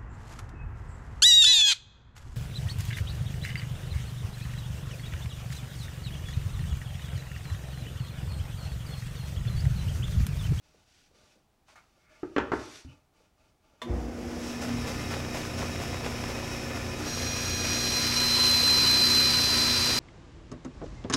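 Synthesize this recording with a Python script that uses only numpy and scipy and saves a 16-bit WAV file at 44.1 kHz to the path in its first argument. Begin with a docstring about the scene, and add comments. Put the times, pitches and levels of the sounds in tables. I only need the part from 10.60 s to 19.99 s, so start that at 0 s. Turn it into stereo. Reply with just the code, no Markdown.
"""A plywood board is rubbed and bumped (filtered noise), knocks on a band saw's table (struck modes), slides
and settles. The switch snaps (struck modes), the motor shudders up to speed (drifting sines), and the free
blade runs with rumble, rattle and hiss (shaped noise), its weld brushing the guides once a lap. Then the teeth
bite: tooth-gated noise rasps, multiples of the tooth beat whine, blade modes ring and squeal. A small workshop
answers the knocks and the switch; the two channels differ only faintly."""
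import sys
import numpy as np
from scipy import signal
from scipy.fft import rfft, irfft, next_fast_len
from scipy.io import wavfile
from scipy.ndimage import uniform_filter1d, map_coordinates

SR = 44100
rng = np.random.default_rng(int(sys.argv[2]) if len(sys.argv) > 2 else 0)


def master(y):
    """Save y as 16-bit WAV."""
    cut = np.clip(np.atleast_2d(y).T, -1, 1)
    pcm = np.round(cut * 32767)  # scale
    wavfile.write(sys.argv[1], SR, pcm.astype(np.int16))


N = 414099

# Still air of the shop. Each row: frequency in Hz, relative level in dB per Hz.
STILL_AIR_SPECTRUM = [(12, -35), (20, 0.5), (64, 1.5), (353, -9.5), (599, -15), (770, -9), (910, -15.5),
                      (1680, -21.5), (6060, -27), (14400, -34), (15600, -32)]
# Workshop reverberation. Each row: frequency in Hz, t60 in seconds.
SHOP_T60 = [(100, 0.56), (500, 0.5), (2000, 0.48), (10000, 0.32)]

# Strokes of hand and table over the board.
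# Each row: start in seconds, length in seconds, hiss in dB, board tone in dB (both before a common trim).
STROKES = [(0.0, 0.23, -68, -71.5), (0.247, 0.21, -64, -85), (0.52, 0.21, -64.5, -67),
           (1.057, 0.06, -62, -65), (1.15, 0.31, -73, -74), (1.472, 0.53, -65.5, -63),
           (1.907, 0.14, -50.5, -55), (1.994, 0.18, -49, -61), (2.257, 0.065, -65, -58.5),
           (2.519, 0.13, -71.5, -68), (2.757, 0.13, -73.5, -69.5), (3.006, 0.3, -74.5, -68.5)]
# Board edge scuffing in passing. Each row: start in seconds, level in dB.
SCUFFS = [(1.081, -58.5), (1.156, -55)]
# Wood grain sliding. Each row: frequency in Hz, relative level in dB per Hz.
GRAIN_SPECTRUM = [(880, -18), (1500, -7.5), (2120, -7), (2430, -7), (3120, -7), (3400, -6.5), (5950, -7),
                  (12100, -24), (15000, -43)]
# Colours of a hand on the veneer. Each row: frequency in Hz, half width in Hz, relative level in dB.
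VENEER_MODES = [(1480, 30, 5), (2510, 200, -2), (3590, 120, -3), (4670, 110, -0.5), (5760, 170, -1)]
# Board sounding as it is rubbed. Each row: frequency in Hz, half width in Hz, relative level in dB.
RUBBED_BOARD_MODES = [(310, 55, 0.5), (506, 43, -5), (622, 24, 8.5), (875, 45, 1.5), (1187, 50, 1),
                      (1390, 36, -0.5), (1710, 80, -15.5), (2160, 30, -5.5), (2320, 40, -5), (2540, 40, -3),
                      (2740, 20, -5.5), (2970, 30, -2)]
# Fingers shift and bump the board. Each row: start in seconds, level in dB.
BUMPS = [(0.137, -58), (0.504, -59), (0.544, -60), (0.609, -61), (0.754, -59), (1.367, -65), (2.6, -60),
         (3.13, -63)]
# Board edge singing in one range of its modes.
# Each row: middle in seconds, half length in seconds, level in dB, centre in Hz.
EDGE_SCRAPES = [(1.184, .03, -59, 1810), (1.52, 0.09, -65, 1880), (2.309, 0.031, -61.5, 2940)]

# Board meeting the table; softer contacts are duller. 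Each row: start in seconds, level in dB,
# thud and crack in dB relative to it (before trims), tilt in dB per octave, flatness (0 corner, 1 flat).
KNOCKS = [(1.631, -28.5, -22.5, -32, -6, 0.25), (1.763, -17.5, -29, -15.5, -.5, .02),
          (1.781, -19, -25, -10.5, 2, .05), (1.799, -25.5, -20.5, -22, -2, .2),
          (1.918, -15.5, -25, -27, 0, 1), (1.935, -24, -22, -37, -2.5, .75)]
# Board on the table. Each row: frequency in Hz, relative dB on a corner, relative dB flat, t60 in seconds.
STRUCK_BOARD_MODES = [(284.5, 2.5, -3.5, 0.19), (315, -7, -5, 0.14), (349, 0, -4, .14),
                      (386, -5, -7.5, 0.1), (417, -5, -4.5, 0.14), (487, -2.5, -4.5, 0.12),
                      (719, -5, 5, 0.09), (862, -4, 0, 0.12), (931, -7.5, 0, 0.12), (1023, -14, 1, 0.076),
                      (1258, -4.5, -2.5, 0.1), (1360, -1.5, -9, 0.1), (1590, -3.5, -13, 0.12),
                      (1730, -5, -11.5, 0.086), (1900, -7, -14.5, .11), (2080, -12.5, -21.5, 0.081),
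                      (2460, -12.5, -15.5, .09), (2685, -10, -19.5, 0.08)]
# Dense higher modes of board and table. Each row: frequency in Hz, relative level in dB per Hz.
CLACK_SPECTRUM = [(130, -26), (220, -4.5), (300, 4.5), (420, 4.5), (600, -6), (750, -4), (1250, -5.5),
                  (1700, -8), (2700, -20.5), (3200, -30), (7000, -39.5), (12000, -75)]

# Power switch. Each row: start in seconds, level in dB.
CLICKS = [(3.217, -28.5)]
# Switch box. Each row: frequency in Hz, relative level in dB, t60 in seconds.
SWITCH_BOX_MODES = [(637, 0, 0.12), (1000, 0, 0.16), (1135, 3, 0.13), (1190, 0, 0.078), (1830, -3, 0.11),
                    (2100, -6, .08), (3540, -2, 0.091), (4170, -10, 0.05)]
# Snap of the switch. Each row: frequency in Hz, relative level in dB per Hz.
SNAP_SPECTRUM = [(240, -35), (400, -1.5), (1160, -11), (3150, -12), (3550, -5), (3830, -17), (7030, -21),
                 (15000, -37)]

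# Spin-up. Each row: time in seconds, share of full speed.
SPIN_UP = [(3.22, .3), (3.4, .5), (3.68, .68), (3.85, .85), (4.08, .87), (4.27, 1)]
# Mains hum. Each row: frequency in Hz, dB while starting, dB running,
# dB added by the pull-in surge, dB added by the cut.
MAINS_HUM = [(119, -55, -44, 9, 1.5), (240, -40.5, -44, 12.5, 4)]
# Shaft, pulley and wheel tones. Each row: frequency in Hz, level in dB, both at full speed.
SHAFT_TONES = [(30, -54), (45.5, -62), (64.4, -51.5), (90, -45), (150, -49), (210, -54.5), (303, -48.5),
               (360, -51.5), (373, -53), (392, -57), (486, -55), (543, -53.5)]
# Wheel rumble. Each row: frequency in Hz, relative level in dB per Hz.
RUMBLE_SPECTRUM = [(22, -35), (40, -18), (52, 7), (66, 4.5), (85, 12.5), (105, -4), (135, -2), (175, 1),
                   (220, -8), (400, -71)]
# Rumble swelling as the machine settles. Each row: middle in seconds, half length in seconds, added dB.
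RUMBLE_SWELLS = [(4.25, 0.18, 5.5), (5.117, .15, 5)]
# Frame rattle. Each row: frequency in Hz, relative level in dB per Hz.
RATTLE_SPECTRUM = [(110, -61), (180, -10.5), (239, -2), (307, -2), (334, -10), (371, -5.5), (541, -6),
                   (600, -8.5), (710, -6), (884, -13), (2200, -25.5), (2860, -34), (4840, -120)]
# Blade hiss in its guides. Each row: frequency in Hz, relative level in dB per Hz.
GUIDE_SPECTRUM = [(880, -8.5), (1500, -0.5), (1580, -10.5), (1770, -1.5), (2240, -4), (2450, -3.5),
                  (3160, -7), (3840, -9.5), (4200, -11), (5310, -4), (7270, -11), (8930, -17), (12600, -19),
                  (14600, -35), (15600, -23)]
# Free blade in its guides. Each row: frequency in Hz, half width in Hz, relative level in dB.
GUIDE_MODES = [(1008, 10, 6.5), (1231, 10, 5.5), (1747, 17, 4.5), (2100, 12, 2), (2320, 28, 0),
               (2470, 7.9, 7), (2522, 9, 6.5), (2606, 30, -1.5), (2864, 23, -4), (3820, 39, 0),
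               (5300, 24, 2), (5485, 50, 0.5)]
# Short bursts of rattle and hiss while the blade runs free, most near weld passes.
# Each row: middle in seconds, half length in seconds, rattle in dB, hiss in dB.
FREE_RUN_BURSTS = [(3.87, 0.085, -62, -48), (4.533, 0.02, -49, -58), (5.026, 0.025, -40, -53),
                   (5.455, .02, -45, -55), (5.698, .02, -44, -52)]

# Tooth rate at full speed, sagging under the cut. Each row: time in seconds, teeth per second.
TOOTH_RATE = [(6.3, 822), (6.4, 819.5), (7.1, 818.3), (7.7, 817.2), (8.3, 816.2), (9.0, 816), (9.39, 816.8)]
# Tones of the even tooth beat. Each row: multiple of the tooth rate, relative level in dB.
TOOTH_ORDERS = [(2, -9.5), (3, -7.5), (4, -13.5), (6, -13.5), (7, 1), (8, -5.5), (10, -35), (15, -35),
                (17, -28), (18, -30)]
# Overtones of the whine. Each row: multiple of the tooth rate, relative level in dB.
WHINE_ORDERS = [(10, -19.5), (13, -27), (15, -19.5), (17, -34), (18, -37), (19, -42)]
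# Singing of the cut as the feed varies. Each row: time in seconds, whine level in dB before trim.
WHINE_LEVEL = [(6.48, -53), (6.57, -49.5), (7.0, -45), (7.37, -34), (7.52, -36), (7.57, -32), (7.78, -27),
               (8.29, -25.5), (8.68, -27.5), (8.8, -30), (9.33, -33)]
# Brief swells of single multiples of the tooth beat; only those during the cut are heard.
# Each row: multiple of the tooth rate, middle in seconds, half length in seconds, added dB.
ORDER_SWELLS = [(7, 6, 0.13, 5), (3, 7.1, 0.073, 6.5), (7, 7.11, .04, 3.5), (7, 7.36, .11, 3),
                (7, 7.58, .03, 7.5), (6, 7.22, .12, 9), (3, 6.84, 0.29, 3.5), (17, 7.22, .15, 6)]
# Chips torn out. Each row: frequency in Hz, relative level in dB per Hz.
RASP_SPECTRUM = [(400, -22), (750, -16), (1100, -12), (2000, -10.5), (2500, -11), (3400, -10), (4100, -7),
                 (5400, -4), (6200, -9), (7200, -14.5), (8800, -15.5), (9600, -19.5), (12400, -19.5),
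                 (14000, -26), (15700, -39)]
# Blade and board modes kept ringing by the cut. Each row: frequency in Hz, half width in Hz, relative dB.
BLADE_MODES = [(370, 14, -7), (950, 12, -12), (1001, 18, -6), (1055, 8, -10), (1200, 8, -10), (1319, 6, -3),
               (1475, 7, -8), (1620, 10, -8), (1825, 14, -12), (1895, 12, -9), (1985, 25, -12),
               (2400, 45, -10), (2449, 12, -5), (2606, 10, -6), (2665, 10, -10), (2837, 22, -10),
               (3025, 8, -2), (3205, 20, -10), (3478, 16, -9), (3784, 12, -5), (3835, 14, -7),
               (3935, 20, -7), (4296, 9, -4), (4506, 7, -5), (4790, 45, -8), (4858, 12, -4), (4905, 25, -7),
               (5136, 10, -9), (5351, 40, -7)]
# Strongest blade modes, singing steadily. Each row: frequency in Hz, relative level in dB.
SQUEAL_MODES = [(4716, 0), (4786, -7), (4899, -6)]

TOP_HZ = 15780
NEAR_GAIN, NEAR_DELAY_S = 0.1, .028  # strength of each early echo; latest possible arrival
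STROKE_ATTACK_S, STROKE_RELEASE_T60_S = 0.044, 0.39
SETTLE_S, SETTLE_DB = 2.238, -42.5  # board sinks flat on the table
CLACK_DB = -9  # dense higher modes under the main ones
SLAP_DB, SLAP_T60_S = -5, .02  # bare slap of wood on wood
SWITCH_ON_S, PULL_IN_S = 3.22, 4.03  # motor starts; start winding drops out
SURGE_S, SURGE_WIDTH_S = 4.14, 0.091  # hum swells as the motor pulls in
FRAME_SHAKES_S, FRAME_BUILD_S = 3.24, .055  # frame takes up the motor's shaking
RUMBLE_DB, JOLT_DB, JOLT_S, JOLT_WIDTH_S = -43, 9.5, 3.34, 0.091  # wheels, and their jolt on starting
RATTLE_DB, RATTLE_SPEED_DB = -42, 1  # base at full speed; gain per unit of speed
HISS_DB, HISS_SPEED_DB, HISS_LOAD_DB = -42.5, 22.5, 3  # same for the hiss; gain under load
HISS_WAVER_DB = .9  # blade wanders in its guides
BLADE_TEETH, WELD_PASS_S = 193, 8.262  # teeth round the band; one moment with the weld in the kerf
BRUSH_DB, BRUSH_FADE_DB_PER_S = -35, 2.5  # first weld brush; fall as the blade settles
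BRUSH_LAG_S, BRUSH_ATTACK_S, BRUSH_T60_S = 0.0022, 0.017, 0.37
TICKS_PER_S, TICK_DB, TICK_T60_S = 70, -46.5, 0.019  # mean rate of loose guards and guides
BITE_S, SINK_S = 6.39, 1.41  # teeth touch the board; time to full depth
RASP_DB, RASP_DEPTH_DB = -30, 11.5  # at full depth; gain since first touch
BEAT_START_S = 6.445  # teeth settle into an even beat
BEAT_DB, BEAT_BUILD_DB, BEAT_BUILD_S = -37, 7.5, 0.83  # beat builds as the teeth enter
BEAT_DAMP_DB, BEAT_DAMP_AT_S, BEAT_DAMP_S = 7, 7.04, 0.77  # wood closes round the blade and damps it
FLUTTER_HZ, FLUTTER_DEPTH = 21, .5  # lightly loaded blade swings
RING_DB, RING_AT_S, RING_BUILD_S = -3.5, 6.64, 0.85  # relative to the rasp; blade buried
SQUEAL_DB, SQUEAL_BUILD_DB, SQUEAL_FULL_S = -35.5, 27, 8.4  # full level; gain since touch; when full


def amp(db):
    """Decibels to gain."""
    return 10 ** (np.asarray(db) / 20)


def unit(x):
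    """x at rms 1."""
    return x / np.sqrt(np.mean(x ** 2) + 1e-20)


def clock():
    """Time of each sample in seconds."""
    return np.arange(N) / SR


def along(points, hz):
    """(Hz, value) points read on a log axis."""
    f, v = np.transpose(points)
    return np.interp(np.log(hz + 1), np.log(f + 1), v)


def curves(rows):
    """One value per sample for each column after the time."""
    s, *cols = np.transpose(rows)
    return [np.interp(clock(), s, c) for c in cols]


def ramp(start_s, length_s):
    """Linear rise from 0 to 1."""
    return np.clip((clock() - start_s) / length_s, 0, 1)


def swell(middle_s, width_s):
    """Smooth bump of height 1."""
    return np.exp(-((clock() - middle_s) / width_s) ** 2)


def decay(start_s, t60_s):
    """1 ms rise, then an exponential fall."""
    age = np.maximum(clock() - start_s, 0)
    rise = np.minimum(age / .001, 1)
    return np.sin(rise * np.pi / 2) ** 2 * amp(-60 * np.minimum(age / t60_s, 3))


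def wobble(rate_hz):
    """Smooth random curve through rate_hz random knots a second."""
    knots = rng.standard_normal(int(N * rate_hz / SR) + 4)
    return map_coordinates(knots, [clock() * rate_hz])


def filtered(x, response):
    """x times a response of frequency."""
    m = next_fast_len(N + SR // 2)
    return irfft(rfft(x, m) * response(np.fft.rfftfreq(m, 1 / SR)), m)[..., :N]


def coloured(x, spectrum):
    """x shaped by a spectrum, at rms 1."""
    return unit(filtered(x, lambda hz: amp(along(spectrum, hz))))


def noise(spectrum):
    """Noise of rms 1 with this spectrum."""
    return coloured(rng.standard_normal(N), spectrum)


def resonant(modes):
    """Noise of rms 1 ringing in narrow resonances."""
    peaks = lambda f: sum(amp(db) / (1 + ((f - hz) / width) ** 2) for hz, width, db in modes)
    return unit(filtered(rng.standard_normal(N), peaks))


def tone(hz, unsteady, rate_hz):
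    """Sine of rms 1 drifting in level and phase; hz may be a curve."""
    drift = 1 + unsteady * (wobble(rate_hz) + 1j * wobble(rate_hz))
    return unit(np.real(drift * np.exp(2j * np.pi * np.cumsum(hz * np.ones(N)) / SR)))


def ring(start_s, modes):
    """Modes struck at start_s, at new strengths for each blow, at peak 1."""
    t = np.arange(SR // 2) / SR
    contact = np.sin(np.minimum(t / 0.00083, 1) * np.pi / 2) ** 2
    strike = np.zeros(len(t))
    for hz, db, t60_s in modes:
        fall = amp(db + rng.normal(0, 1.4) - 60 * t / t60_s)
        strike += contact * fall * np.sin(2 * np.pi * (hz * t + rng.random()))
    return np.pad(strike / np.abs(strike).max(), (round(start_s * SR), N))[:N]


def nearby(x):
    """Weak early echoes off table, frame and walls ripple a steady noise."""
    echoes = rng.random((8, 2))

    def response(hz):
        ripple = sum(np.sign(side - .5) * np.exp(-2j * np.pi * hz * NEAR_DELAY_S * when)
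                     for when, side in echoes)
        return 1 + NEAR_GAIN * ripple
    return unit(filtered(x, response))


def shop(x):
    """Workshop reverberation as decaying noise: the treble dies first."""
    hz, t, z = signal.stft(rng.standard_normal(SR // 2), SR, nperseg=256)
    fall = amp(-60 * t / along(SHOP_T60, hz)[:, None])
    tail = signal.istft(z * fall, SR, nperseg=256)[1]
    return signal.fftconvolve(x, np.pad(tail / np.linalg.norm(tail), (200, 0)))[:N]


def depth():
    """How far the blade is buried, 0-1: the load on the machine."""
    return ramp(BITE_S, SINK_S)


def band_laps():
    """Laps travelled by the blade; whole numbers fall where the weld passes the table."""
    (speed,), (rate,) = curves(SPIN_UP), curves(TOOTH_RATE)
    laps = np.cumsum(speed * rate) / SR / BLADE_TEETH
    return laps - np.interp(WELD_PASS_S, clock(), laps)


def still_air():
    """Steady shaped noise of the quiet shop."""
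    return amp(-69.0) * noise(STILL_AIR_SPECTRUM)


def rubbing():
    """Wood grain hisses under hand and over table; the board's resonances sound along."""
    hiss_power, tone_power = np.zeros(N), np.zeros(N)
    for start_s, length_s, hiss_db, tone_db in STROKES:
        release = np.clip((clock() - start_s - length_s) / STROKE_RELEASE_T60_S, 0, 2)
        stroke = ramp(start_s, STROKE_ATTACK_S) * amp(-60 * release)
        hiss_power += (amp(hiss_db) * stroke) ** 2
        tone_power += (amp(tone_db) * stroke) ** 2
    grain = amp(0.8 * wobble(120) + 1.1 * wobble(13))
    surface = unit(nearby(noise(GRAIN_SPECTRUM)) + amp(-6.5) * resonant(VENEER_MODES))
    hiss = np.sqrt(hiss_power) * surface
    body = np.sqrt(tone_power) * resonant(RUBBED_BOARD_MODES)
    catches = sum(amp(db) * decay(s, 0.36) for s, db in SCUFFS)
    scuffs = catches * noise([(300, -22), (700, 4), (1300, 5.0), (2500, -3.0), (3300, -7),
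                              (7000, -11), (14000, -28.5)])
    return grain * (amp(-2.5) * (hiss + body) + scuffs)


def handling():
    """Fingers bump the board, its edge sings in bands of its modes, and it settles with a soft thump."""
    pats = sum(amp(db) * ramp(s, 0.011) * decay(s, 0.14) for s, db in BUMPS)
    bumps = pats * noise([(60, -14), (170, -1), (330, 2), (600, 2), (800, -13), (1200, -20), (3000, -40)])
    wood = resonant(RUBBED_BOARD_MODES)
    scrapes = np.zeros(N)
    for middle_s, half_s, db, hz in EDGE_SCRAPES:
        band = unit(filtered(wood, lambda f: 1 / (1 + ((f - hz) / 450) ** 4)))
        scrapes += amp(db) * swell(middle_s, half_s) * band
    thump = resonant([(78, 12, 5), (132, 23, -1.5), (275, 21, -0.5)])
    thump = thump * ramp(SETTLE_S, 0.014) ** 2 * decay(SETTLE_S + 0.01, 0.31)
    return bumps + scrapes + amp(SETTLE_DB) * thump


def knocks():
    """Each landing rings the board, cracks its edge and thuds the table; flatness weights the modes."""
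    clack = noise(CLACK_SPECTRUM)
    thud = noise([(40, -37), (65, 2.5), (90, -2.0), (150, -10.0), (230, -13), (1000, -78)])
    edge = noise([(800, -40.5), (2500, 16), (6000, -9.5), (9000, -34), (14000, -46)])
    out = np.zeros(N)
    for s, db, thud_db, crack_db, tilt_db, flat in KNOCKS:
        modes = [(hz, corner_db + np.clip(flat, 0, 1) * (flat_db - corner_db), t60_s)
                 for hz, corner_db, flat_db, t60_s in STRUCK_BOARD_MODES]
        clack_env = amp(CLACK_DB) * decay(s, 0.1) + amp(SLAP_DB) * decay(s, SLAP_T60_S)
        wood = amp(-3) * ring(s, modes) + clack * clack_env
        wood = filtered(wood, lambda hz: amp(tilt_db * np.log2(np.hypot(hz, 300) / 700)))
        table = amp(thud_db - 1.5) * thud * decay(s, 0.34)
        crack = amp(crack_db - 2.0) * edge * decay(s, 0.051)
        out += amp(db) * (wood + table + crack)
    return out + amp(-7) * shop(out)


def clicks():
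    """The power switch snaps over and rings the modes of its box."""
    snap = noise(SNAP_SPECTRUM)
    out = sum(amp(db) * (ring(s, SWITCH_BOX_MODES) + amp(-10.5) * snap * decay(s, 0.15))
              for s, db in CLICKS)
    return out + amp(-9) * shop(out)


def motor():
    """Mains hum starts at switch-on; shaft tones glide with speed, growing as its square."""
    speed, = curves(SPIN_UP)
    pulled_in, surge = ramp(PULL_IN_S - .1, 0.27), swell(SURGE_S, SURGE_WIDTH_S)
    hum = np.zeros(N)
    for hz, start_db, run_db, surge_db, load_db in MAINS_HUM:
        level_db = start_db + (run_db - start_db) * pulled_in + surge_db * surge + load_db * depth()
        hum += amp(level_db) * tone(hz, unsteady=0.11, rate_hz=6.4)
    tones = sum(amp(db) * tone(hz * speed, unsteady=0.33, rate_hz=7) for hz, db in SHAFT_TONES)
    shaft = speed ** 2 * ramp(3.6, 0.88) * tones
    # the start winding growls until it is switched out
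    growl = amp(-42.0) * resonant([(304, 19, 2.5), (335, 11, -8), (353.6, 5.4, 9.5), (480, 17, 0.0)])
    growl = growl * ramp(3.25, 0.015) * (1 - ramp(3.81, 0.26))
    # the belt shudders as it takes up the load
    shudder = amp(-30.5) * tone(58.5, unsteady=.2, rate_hz=25) * ramp(3.25, 0.034) * decay(3.3, 0.96)
    # the frame booms as the motor pulls in
    boom = amp(-33.0) * tone(275, unsteady=.2, rate_hz=17)
    boom = boom * ramp(PULL_IN_S, 0.084) * decay(PULL_IN_S, 0.64)
    return (hum + shaft) * ramp(SWITCH_ON_S, 0.036) + growl + shudder + boom


def weld_brushes():
    """Once a lap the weld brushes the guides: a short swell of noise that dies away."""
    laps = band_laps()
    passes_s = np.interp(np.arange(np.ceil(laps[0]), laps[-1]), laps, clock())
    passes_s = passes_s[passes_s > 3.9] + BRUSH_LAG_S
    brushes = np.zeros(N)
    for s in passes_s:
        level_db = BRUSH_DB - BRUSH_FADE_DB_PER_S * (s - passes_s[0]) + rng.normal(0, 0.22)
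        brushes += amp(level_db) * ramp(s, BRUSH_ATTACK_S) * decay(s, BRUSH_T60_S)
    return brushes * (noise(GUIDE_SPECTRUM) + amp(1.0) * noise(RATTLE_SPECTRUM))


def running():
    """Wheels rumble, the frame rattles with the shaft and the blade hisses in its guides."""
    speed, = curves(SPIN_UP)
    jolt = swell(JOLT_S, JOLT_WIDTH_S)
    rumble_db = RUMBLE_DB + JOLT_DB * jolt + sum(db * swell(s, half_s) for s, half_s, db in RUMBLE_SWELLS)
    rattle_db = RATTLE_DB + RATTLE_SPEED_DB * (speed - 1) + 3 * jolt
    hiss_db = HISS_DB + HISS_SPEED_DB * (speed - 1) + HISS_LOAD_DB * depth()
    turn = np.sin(2 * np.pi * 30 * clock())
    rumble = amp(rumble_db) * noise(RUMBLE_SPECTRUM)
    # the rattle is dull at first and brightens with speed
    frame = noise(RATTLE_SPECTRUM)
    bright = filtered(frame, lambda hz: hz ** 4 / (hz ** 4 + 600 ** 4))
    rattle = amp(rattle_db + wobble(60)) * (1 + 0.065 * turn) * (frame - 0.23 * (1 - speed) * bright)
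    # the blade's resonances fade in during spin-up
    scrape = nearby(noise(GUIDE_SPECTRUM)) + amp(-3.5) * resonant(GUIDE_MODES) * ramp(3.63, 0.34)
    hiss = amp(hiss_db + 0.47 * wobble(90) + HISS_WAVER_DB * wobble(10)) * scrape * (1 + 0.019 * turn)
    return (rumble + rattle + hiss) * ramp(FRAME_SHAKES_S, FRAME_BUILD_S) + weld_brushes()


def ticks_and_bursts():
    """Loose metal ticks at random while the saw runs; short bursts of rattle and hiss join the free blade."""
    speed, = curves(SPIN_UP)
    hits = (rng.random(N) < TICKS_PER_S / SR) * amp(2.8 * rng.standard_normal(N))
    fade = amp(-60 * np.arange(SR // 10) / SR / TICK_T60_S)
    ticking = unit(signal.fftconvolve(hits, fade)[:N])
    ticking = amp(TICK_DB) * ticking * speed ** 3 * ramp(FRAME_SHAKES_S, 0.74)
    metal = noise([(200, -30), (450, 5.5), (750, 0), (1400, -3.5), (2500, -6.5), (3500, -11.5),
                   (7000, -24), (14000, -44)])
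    rattle = sum(amp(db) * swell(s, half_s) for s, half_s, db, _ in FREE_RUN_BURSTS)
    hiss = sum(amp(db) * swell(s, half_s) for s, half_s, _, db in FREE_RUN_BURSTS)
    sizzle = noise([(1500, -20), (2600, -7), (4300, -6.5), (5400, 2), (8000, -10), (14000, -22)])
    return metal * (ticking + rattle * amp(1.1 * wobble(150))) + hiss * sizzle


def order_swell_db(multiple):
    """dB that brief swells add to one multiple of the tooth beat."""
    return sum(db * swell(s, half_s) for k, s, half_s, db in ORDER_SWELLS if round(k) == round(multiple))


def tooth_tones(orders, teeth, waver_db, rate_hz):
    """Sines at multiples of the tooth phase, each wavering in level."""
    out = np.zeros(N)
    for k, db in orders:
        level = amp(db + order_swell_db(k) + waver_db * wobble(rate_hz))
        out += np.sqrt(2) * level * np.sin(2 * np.pi * k * teeth)
    return out


def cutting():
    """Each tooth tears out a chip; the fifth multiple of their beat meets a blade resonance and whines."""
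    whine_db, = curves(WHINE_LEVEL)
    feed_db = 0.24 * wobble(15)  # the hand pushes unevenly
    rasp_db = RASP_DB + RASP_DEPTH_DB * (depth() - 1) + feed_db
    beat_db = BEAT_DB + BEAT_BUILD_DB * (ramp(BITE_S, BEAT_BUILD_S) - 1) + 0.5 * wobble(12)
    beat_db = beat_db - BEAT_DAMP_DB * ramp(BEAT_DAMP_AT_S, BEAT_DAMP_S)
    # tooth spacing is broken at the weld: once a lap the phase skips and jitters
    laps = band_laps()
    at_weld = np.exp(-((laps - np.round(laps)) / .06) ** 2)
    lap = (np.floor(laps) - np.floor(laps[0])).astype(int)
    skip = uniform_filter1d(np.cumsum(rng.uniform(.5, 1.5, lap[-1] + 1))[lap], size=120)
    jitter = (.003 + .014 * at_weld) * wobble(400) + .007 * wobble(25)
    teeth = BLADE_TEETH * laps + .09 * skip + jitter
    overtones = tooth_tones(TOOTH_ORDERS, teeth, waver_db=1.8, rate_hz=120)
    whine = tooth_tones([(5, 5)], teeth, waver_db=.9, rate_hz=100)
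    whine = whine + tooth_tones(WHINE_ORDERS, teeth, waver_db=2.4, rate_hz=50)
    # the whine stutters most until the teeth are fully engaged
    stutter_db = (.6 + 1.6 * (1 - depth())) * wobble(45)
    swing = np.sin(2 * np.pi * FLUTTER_HZ * clock() + .6 * wobble(12))
    whine = whine * (1 + FLUTTER_DEPTH * (1 - ramp(6.9, .4)) * swing)
    whine_gain = amp(whine_db - 1.5 + feed_db + stutter_db + 0.37 * wobble(300))
    tones = amp(beat_db) * overtones + whine_gain * whine
    # tones dip at the weld, come back strongest and sag through the lap
    tones = tones * ramp(BEAT_START_S, .025) * (1 - .8 * at_weld ** 10) * amp(2.5 * (.5 - laps % 1))
    # the same sharp and dull teeth come round on every lap
    sharpness = rng.standard_normal(size=BLADE_TEETH)
    tooth_gain = amp(2 * sharpness[np.floor(teeth).astype(int) % BLADE_TEETH])
    bite = tooth_gain * (1 + 0.24 * np.cos(2 * np.pi * teeth))
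    # the weld scrapes through the kerf just after the skip, and the shaft shakes the blade
    scrape = amp(2 * np.exp(-(laps % 1) / .15) + .7 * np.sin(2 * np.pi * 30 * clock()))
    chips = nearby(coloured(bite * rng.standard_normal(N), RASP_SPECTRUM))
    rasp = scrape * chips * np.sqrt(ramp(BITE_S, 0.099))
    # the blade rings, roughly, once it is buried in the board
    roughness = amp(1.5 * wobble(220))
    blade = unit(resonant(BLADE_MODES) * roughness) * ramp(RING_AT_S, RING_BUILD_S)
    return (tones + amp(rasp_db) * (rasp + amp(RING_DB) * blade)) * ramp(BITE_S, .08)


def squeal():
    """The buried blade sings in its strongest modes: drifting sines with a fast random roughness."""
    level_db = SQUEAL_DB + SQUEAL_BUILD_DB * (ramp(BITE_S, SQUEAL_FULL_S - BITE_S) - 1)
    rough = amp(2.2 * wobble(260))
    modes = sum(amp(db) * tone(hz, unsteady=.42, rate_hz=36) for hz, db in SQUEAL_MODES)
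    return amp(level_db) * rough * modes * ramp(BITE_S, 0.54)


def scene():
    """Everything near the saw, almost mono; faint reverberation is added opposite in the two channels."""
    board = rubbing() + handling() + knocks()
    machine = clicks() + motor() + running() + ticks_and_bursts()
    cut = cutting() + squeal()
    mid = still_air() + board + machine + cut
    side = amp(-51.5) * shop(mid)
    return np.array([mid + side, mid - side])


def record(dry):
    """Sharp low-pass: nothing at or above TOP_HZ."""
    return filtered(dry, lambda hz: hz < TOP_HZ)


dry = scene()
out = record(dry)
master(out)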